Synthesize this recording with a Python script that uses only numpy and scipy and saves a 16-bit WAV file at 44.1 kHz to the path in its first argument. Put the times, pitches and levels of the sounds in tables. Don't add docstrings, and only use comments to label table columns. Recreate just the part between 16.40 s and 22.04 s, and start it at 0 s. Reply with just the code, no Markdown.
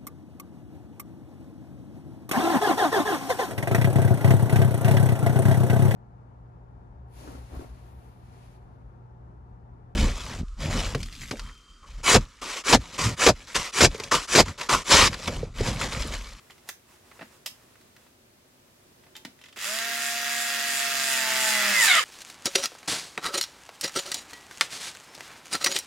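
import sys
import numpy as np
from scipy import signal
from scipy.fft import rfft, irfft, next_fast_len
from scipy.io import wavfile
from scipy.ndimage import uniform_filter1d

SR = 44100
rng = np.random.default_rng(int(sys.argv[2]) if len(sys.argv) > 2 else 0)


def transcribe(signal):
    frames = np.atleast_2d(signal).T
    limited = np.clip(frames, -1, 1)
    pcm = np.round(limited * 32767).astype(np.int16)
    wavfile.write(sys.argv[1], SR, pcm)


N = 248724
T = np.arange(N) / SR
START_S, STOP_S = 3.16, 5.587
PLANET_RATIO, MESH_RATIO = 16 / 27, 16 / 3


def undb(db):
    return 10 ** (np.asarray(db) / 20)


def unit(x):
    return x / np.sqrt(np.mean(x ** 2))


def octaves(hz, pivot_hz):
    return np.log2(np.maximum(hz, 150) / pivot_hz)


def shape(hz, points):
    f, db = np.transpose(points)
    return np.interp(np.log(np.maximum(hz, 1)), np.log(f), db)


def bumps(hz, modes):
    return sum(db / (1 + (2 * (hz - f) / width) ** 2) for f, width, db in modes)


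def colour(x, db_at):
    n = 2 * next_fast_len(x.shape[-1] // 2 + 2048)
    cepstrum = irfft(np.log(undb(db_at(np.arange(n // 2 + 1) * SR / n))))
    cepstrum[1:n // 2] *= 2
    cepstrum[n // 2 + 1:] = 0
    return irfft(rfft(x, n) * np.exp(rfft(cepstrum)))[..., :x.shape[-1]]


def butter(order, hz, kind):
    return signal.butter(order, hz, kind, fs=SR, output="sos")


def walk(rate_hz):
    knots = rng.standard_normal(4096)
    return np.sqrt(3 / 2) * np.interp(T * rate_hz, np.arange(len(knots)), knots)


def fade(t, t60):
    return np.exp(-np.log(1000) * t / max(t60, 1e-3))


def swell(middle_s, half_length_s):
    return np.exp(-((T - middle_s) / half_length_s) ** 2)


def spread(mid, side):
    # frequency_hz, side_minus_mid_db
    width = [(250, -10.5), (600, 0.5), (1500, 0.5), (8000, 1)]
    side = colour(side, lambda f: shape(f, width))
    return np.array([mid + side, mid - side])


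def touch(start_s, peak_db, t60, db_at, rise_s=.0005):
    t = T[:SR // 4]
    envelope = np.minimum(t / max(rise_s, 1e-4), 1) ** 2 * fade(t, t60)
    burst = colour(rng.standard_normal(len(t)) * envelope, db_at)
    peak = np.sqrt(uniform_filter1d(burst ** 2, size=128).max())
    return np.pad(burst * undb(peak_db) / peak, (int(start_s * SR), N))[:N]


def struck(blows, modes):
    out = 0
    for start_s, db in blows:
        t = np.maximum(T - start_s, 0)
        ring = sum(undb(gain_db) * np.sin(2 * np.pi * f * t) * fade(t, t60) for f, gain_db, t60 in modes)
        out = out + undb(db) * ring
    return out


def air(level_db=-58.5):
    # frequency_hz, level_db
    murmur = [(15, -57), (25, -18), (59, -10.5), (108, -4), (180, -11.5), (242, -5), (309, -11.5),
              (373, -5), (405, -12.5), (439, -12), (545, -13.5), (591, -12.5), (754, -17.5), (11000, -27.5),
              (16000, -31)]
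    noise = colour(spread(*rng.standard_normal((2, N))), lambda f: shape(f, murmur))
    return unit(noise) * undb(level_db + .5 * walk(2.8))


def room(x, t60=0.22, early_t60=0.0055, early_gain=0.78, wet_db=-6):
    t = T[:SR // 3]
    envelope = (fade(t, t60) + early_gain * fade(t, early_t60)) * (t > .0005)
    echoes = rng.standard_normal((2, len(t))) * envelope / np.sqrt(np.sum(envelope ** 2))
    echoes = colour(spread(*echoes), lambda f: shape(f, [(850, -9), (1800, -2.5), (8000, -0.45)]))
    return x + undb(wet_db) * signal.fftconvolve(x, echoes, axes=1)[:, :N]


def rustles(flicker_db=2):
    # middle_s, half_length_s, level_db
    swells = [(.08, 0.14, -63), (0.26, 0.028, -60.5), (0.283, .008, -50), (0.535, 0.066, -60.5),
              (0.694, 0.064, -61), (0.856, 0.1, -58), (1.242, 0.28, -66), (1.636, 0.064, -64.5)]
    # frequency_hz, level_db
    spectrum = [(200, -2), (1000, 7), (2000, 2.5), (4000, -3), (8000, -4), (16000, -12.5)]
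    envelope = sum(undb(db) * swell(s, half_length) for s, half_length, db in swells)
    friction = unit(colour(rng.standard_normal(N), lambda f: shape(f, spectrum)))
    return friction * envelope * undb(flicker_db * walk(23.5))


def taps(t60=0.042, rise_s=0.0017):
    # start_s, peak_db, tilt_db_per_octave
    contacts = [(.098, -47.5, 0.5), (.1786, -56, 5.5), (0.2898, -33.5, 2), (0.7127, -46.5, -1.5),
                (0.7915, -42.5, -2.5), (0.8098, -39.5, -1.5), (.8176, -39.5, -1.5), (.8255, -42.5, 0),
                (1.353, -55, 1), (1.4096, -57, 8), (1.563, -51, 6), (1.6643, -56.5, 0), (2.635, -55.5, 2),
                (2.665, -54, -2), (2.8487, -35.5, 5)]
    # frequency_hz, level_db
    wood = [(100, -18), (170, -16), (280, -16), (400, -15), (620, -8.5), (850, -10.5), (1900, -10),
            (4400, -24), (14000, -51)]
    return sum(touch(s, db, t60, lambda f: shape(f, wood) + tilt * octaves(f, 1500), rise_s)
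               for s, db, tilt in contacts)


def thumps():
    # start_s, level_db
    pushes = [(0.8097, -45), (0.827, -40), (2.8509, -37.5), (2.878, -46)]
    # pitch_hz, level_db, t60_s
    cabinet = [(208, -3.5, 0.14), (256, -7, 0.15), (292, -0.5, 0.062), (656, -14, 0.067)]
    return signal.sosfilt(butter(3, 180, "high"), struck(pushes, cabinet))


def steel(hz, tilt_db, low_hz, cut_db_per_octave=9):
    # frequency_hz, level_db
    contact = [(150, -15), (550, -5.5), (1100, -7), (1900, -1.5), (3200, 1), (4400, -2.5), (6000, -3.5),
               (9000, -9), (13000, -12), (15000, -15), (16000, -18)]
    # pitch_hz, width_hz, gain_db
    modes = [(3130, 110, 8), (3500, 130, -1), (5440, 680, 1), (6100, 95, 2), (7500, 270, 5), (8500, 850, 1)]
    bass_db = cut_db_per_octave * np.minimum(octaves(hz, low_hz), 0)
    return shape(hz, contact) + bumps(hz, modes) + tilt_db * octaves(hz, 4000) + bass_db


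def ticks(t60=0.057):
    # start_s, peak_db
    skips = [(2.7534, -44.5), (2.9892, -55), (3.0132, -48.5), (3.038, -46.5), (3.058, -48.5), (3.084, -50),
             (3.126, -49)]
    return sum(touch(s, db, t60, lambda f: steel(f, tilt_db=-4.5, low_hz=1500)) for s, db in skips)


def pings():
    # start_s, level_db
    blows = [(2.7527, -44), (2.765, -45)]
    # pitch_hz, level_db, t60_s
    modes = [(874, -13, 0.25), (3140, -3.5, 0.15), (3600, -1, 0.056)]
    return struck(blows, modes)


def clicks(t60=0.037, rebound_s=0.011, rebound_db=-9, ring_db=6, ring_width_share=0.067):
    # start_s, peak_db, tilt_db_per_octave, ring_hz, rise_s
    events = [(0.103, -47, -2.5, 3000, 0.0044), (0.2888, -32, 5.5, 6000, .0003),
              (1.0588, -28, 0.9, 5200, 0.0036), (2.764, -40.5, -0.5, 12600, 0.0014),
              (3.165, -42, -6.5, 2700, 0.0095)]
    out = 0
    for s, db, tilt, ring_hz, rise_s in events:
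        resonance = [(ring_hz, ring_width_share * ring_hz, ring_db)]
        tone = lambda f: steel(f, tilt, low_hz=603) + bumps(f, resonance)
        out = out + touch(s, db, t60, tone, rise_s)
        out = out + touch(s + rebound_s, db + rebound_db, t60, tone, rise_s)
    return out


def motor(free_hz=236.2, kick_share=.27, spin_up_s=.072, coast_s=.11):
    # time_s, shaft_hz
    speed = [(4.1, 234.1), (4.4, 232.1), (4.65, 228.9), (4.88, 221.1), (5.05, 218.5), (5.3, 206.7),
             (5.4, 188.2), (5.44, 168.4), (5.47, 161.2), (5.5, 140.3), (5.585, 119)]
    loaded_hz = np.interp(T, *np.transpose(speed))
    spin_up = 1 - (1 - kick_share) * np.exp(-np.maximum(T - START_S, 0) / spin_up_s)
    coast = np.exp(-np.maximum(T - STOP_S, 0) / coast_s)
    return loaded_hz * spin_up * coast, np.maximum(1 - loaded_hz / free_hz, 0)


def trigger(attack_s=0.081, attack_db=12.5, release_db_per_s=228):
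    attack = np.clip((T - START_S) / attack_s, 0, 1)
    return (T > START_S) * undb(attack_db * (attack - 1) - release_db_per_s * np.maximum(T - STOP_S, 0))


def groan(planet_turns, load, level_db=-56, flutter_db=3):
    return load * undb(level_db + flutter_db * walk(30)) * np.sin(2 * np.pi * planet_turns + .5 * walk(40))


def hum(hz, turns, load, flutter_db=1.25, idle_db_per_decade=45, idle_hz=233, stall_hz=165, full_hz=205):
    # shaft_harmonic, level_db
    harmonics = [(1, -54.5), (2, -61.5), (3, -43), (4, -59.5), (5, -55.5), (6, -50.5), (7, -42.5), (8, -46)]
    # pitch_hz, width_hz, gain_db
    housing = [(203, 21, 14.5), (621.5, 12, 6.5), (884, 94, 23.5)]
    pressed = np.clip(2 * load, 0, 1)
    speed_db = idle_db_per_decade * np.log10(hz / idle_hz) * (1 - pressed)
    tones = 0
    for k, db in harmonics:
        gain_db = db + speed_db + pressed * bumps(k * hz, housing) + flutter_db * walk(17)
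        tones = tones + undb(gain_db) * np.sin(2 * np.pi * (round(k) * turns + rng.random()))
    return np.sqrt(2) * tones * np.clip((hz - stall_hz) / (full_hz - stall_hz), 0, 1)


def gear_song(hz, turns, flutter_db=3, backlash_turns=0.008):
    # frequency_hz, level_db
    spectrum = [(70, -30), (110, -82), (130, -24.5), (280, -14.5), (550, -16), (950, -13.5), (1250, 0),
                (1500, 0), (1850, 4.5), (2450, 0), (3300, -4), (5000, -10.5), (8000, -15.5)]
    turns = turns + backlash_turns * walk(45)
    lines = 0
    for k in range(1, 56):
        db = shape(k * hz, spectrum) + flutter_db * walk(12)
        lines = lines + undb(db) * np.sin(2 * np.pi * (k * turns + rng.random()))
    return unit(lines)


def rattle(turns, load, rub, top_db, ring_db, knock_db=8.5, knock_turns=0.17, scatter_db=1.7,
           grain_db=0.8, wood_db=5.0, side_db=-8, rub_db_per_octave=3.2):
    # frequency_hz, level_db
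    spectrum = [(50, -58), (190, -18), (450, -19.5), (680, -11.5), (1020, -11), (1300, -4), (1800, 0),
                (2600, -0.5), (3500, -2), (4200, -5.5), (6200, -4), (9500, -9.5), (13000, -13.5),
                (16000, -19)]
    # pitch_hz, width_hz, gain_db
    chuck = [(4790, 440, 7), (7130, 380, 7.5), (8280, 600, 4.5), (10880, 550, 2.5)]
    strengths = undb(knock_db + scatter_db * np.clip(rng.standard_normal(4096), -2, 2))
    knocks = strengths[turns.astype(int)] * np.exp(-(turns % 1) / knock_turns)
    mid, side = rng.standard_normal((2, N))
    grit = spread(mid, undb(side_db) * side) * np.sqrt(1 + knocks ** 2) * undb(grain_db * walk(650))
    metal = unit(colour(grit, lambda f: shape(f, spectrum) + bumps(f, chuck)))
    wood = signal.sosfiltfilt(butter(2, 1700, "low"), metal)
    top = signal.sosfiltfilt(butter(2, 8500, "high"), metal)
    rings = 0
    for f, width, _ in chuck:
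        mode = signal.lfilter(*signal.iirpeak(f, f / width / 2, fs=SR), metal)
        rings = rings + mode * (undb(ring_db + rub_db_per_octave * rub * octaves(f, 4300)) - 1)
    return metal + rings + wood * (undb(wood_db * load) - 1) + top * (undb(top_db) - 1)


def squeal(hz, turns, flutter_db=3, labour_shaft_hz=158, soft_db=-7, creak_db=-5):
    # mesh_harmonic, level_db
    partials = [(1, -9.5), (2, 0), (3, -7), (4, -11.5), (5, -4), (6, -13), (7, -22)]
    # pitch_hz, width_hz, gain_db
    gear_case = [(1264, 160, 7.5), (1740, 250, 6), (2147, 330, 14), (3010, 250, 11.5), (3732, 290, 7.5)]
    labour = np.clip((labour_shaft_hz * MESH_RATIO / hz - 1) * 10 + 1, 0, 1)
    turns = turns + (.015 + .05 * labour) * walk(170) + .022 * labour * walk(600)
    tones = 0
    for k, db in partials:
        gain_db = db + flutter_db * walk(110) + soft_db * (1 - labour) * (k > 2)
        tones = tones + undb(gain_db) * np.sin(2 * np.pi * (round(k) * turns + rng.random()))
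    scrape = rng.standard_normal(N) * np.exp(-4 * (turns % 1))
    creak = unit(signal.sosfilt(butter(2, [1000, 3800], "band"), scrape))
    return colour(tones + creak * labour * undb(creak_db), lambda f: bumps(f, gear_case))


def screwdriver(gear_ratio=81, full_load_sag=0.13, rub_s=4.35, seat_s=5.445,
                squeal_s=5.335, squeal_attack_s=0.085, squeal_release_s=0.035, squeal_db=-27.5):
    hz, sag = motor()
    load = np.tanh(sag / full_load_sag)
    turns = np.cumsum(hz * (1 + 0.00196 * walk(30))) / SR
    planet_turns = PLANET_RATIO * turns
    screw_turns = (turns - np.interp(START_S, T, turns)) / gear_ratio
    rub = np.cos(2 * np.pi * (screw_turns - np.interp(rub_s, T, screw_turns)))
    seating = swell(seat_s, half_length_s=0.035)
    tight = np.clip((T - squeal_s) / squeal_attack_s, 0, 1)
    song_db = -38 + 1.07 * screw_turns + 6.5 * load - 5.5 * tight
    rattle_db = -32.5 + 0.86 * screw_turns + 0.17 * rub + 4 * seating
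    top_db = 0.5 + 6.5 * load - 20 * sag + 4 * seating
    ring_db = -3 + 0.44 * screw_turns
    release = np.exp(-np.maximum(T - STOP_S, 0) / squeal_release_s)
    song = gear_song(PLANET_RATIO * hz, planet_turns) * undb(song_db)
    grinding = rattle(planet_turns, load, rub, top_db, ring_db) * undb(rattle_db)
    teeth = squeal(MESH_RATIO * hz, MESH_RATIO * turns) * undb(squeal_db) * tight * release
    return trigger() * (hum(hz, turns, load) + groan(planet_turns, load) + song + grinding + teeth)


def scene():
    # frequency_hz, left_minus_right_db
    lean = [(700, 0), (1400, -1.2), (4000, -1.1), (8000, -3), (15000, -1.7)]
    sources = screwdriver() + clicks() + ticks() + taps() + thumps() + pings() + rustles()
    left, right = room(signal.sosfilt(butter(4, 105, "high"), sources))
    left = colour(left, lambda f: shape(f, lean) / 2)
    right = colour(right, lambda f: -shape(f, lean) / 2)
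    return np.array([left, right]) + air()


def record(dry, top_hz=15950):
    return signal.sosfilt(signal.ellip(10, .2, 80, top_hz, fs=SR, output="sos"), dry)


dry = scene()
out = record(dry)
transcribe(out)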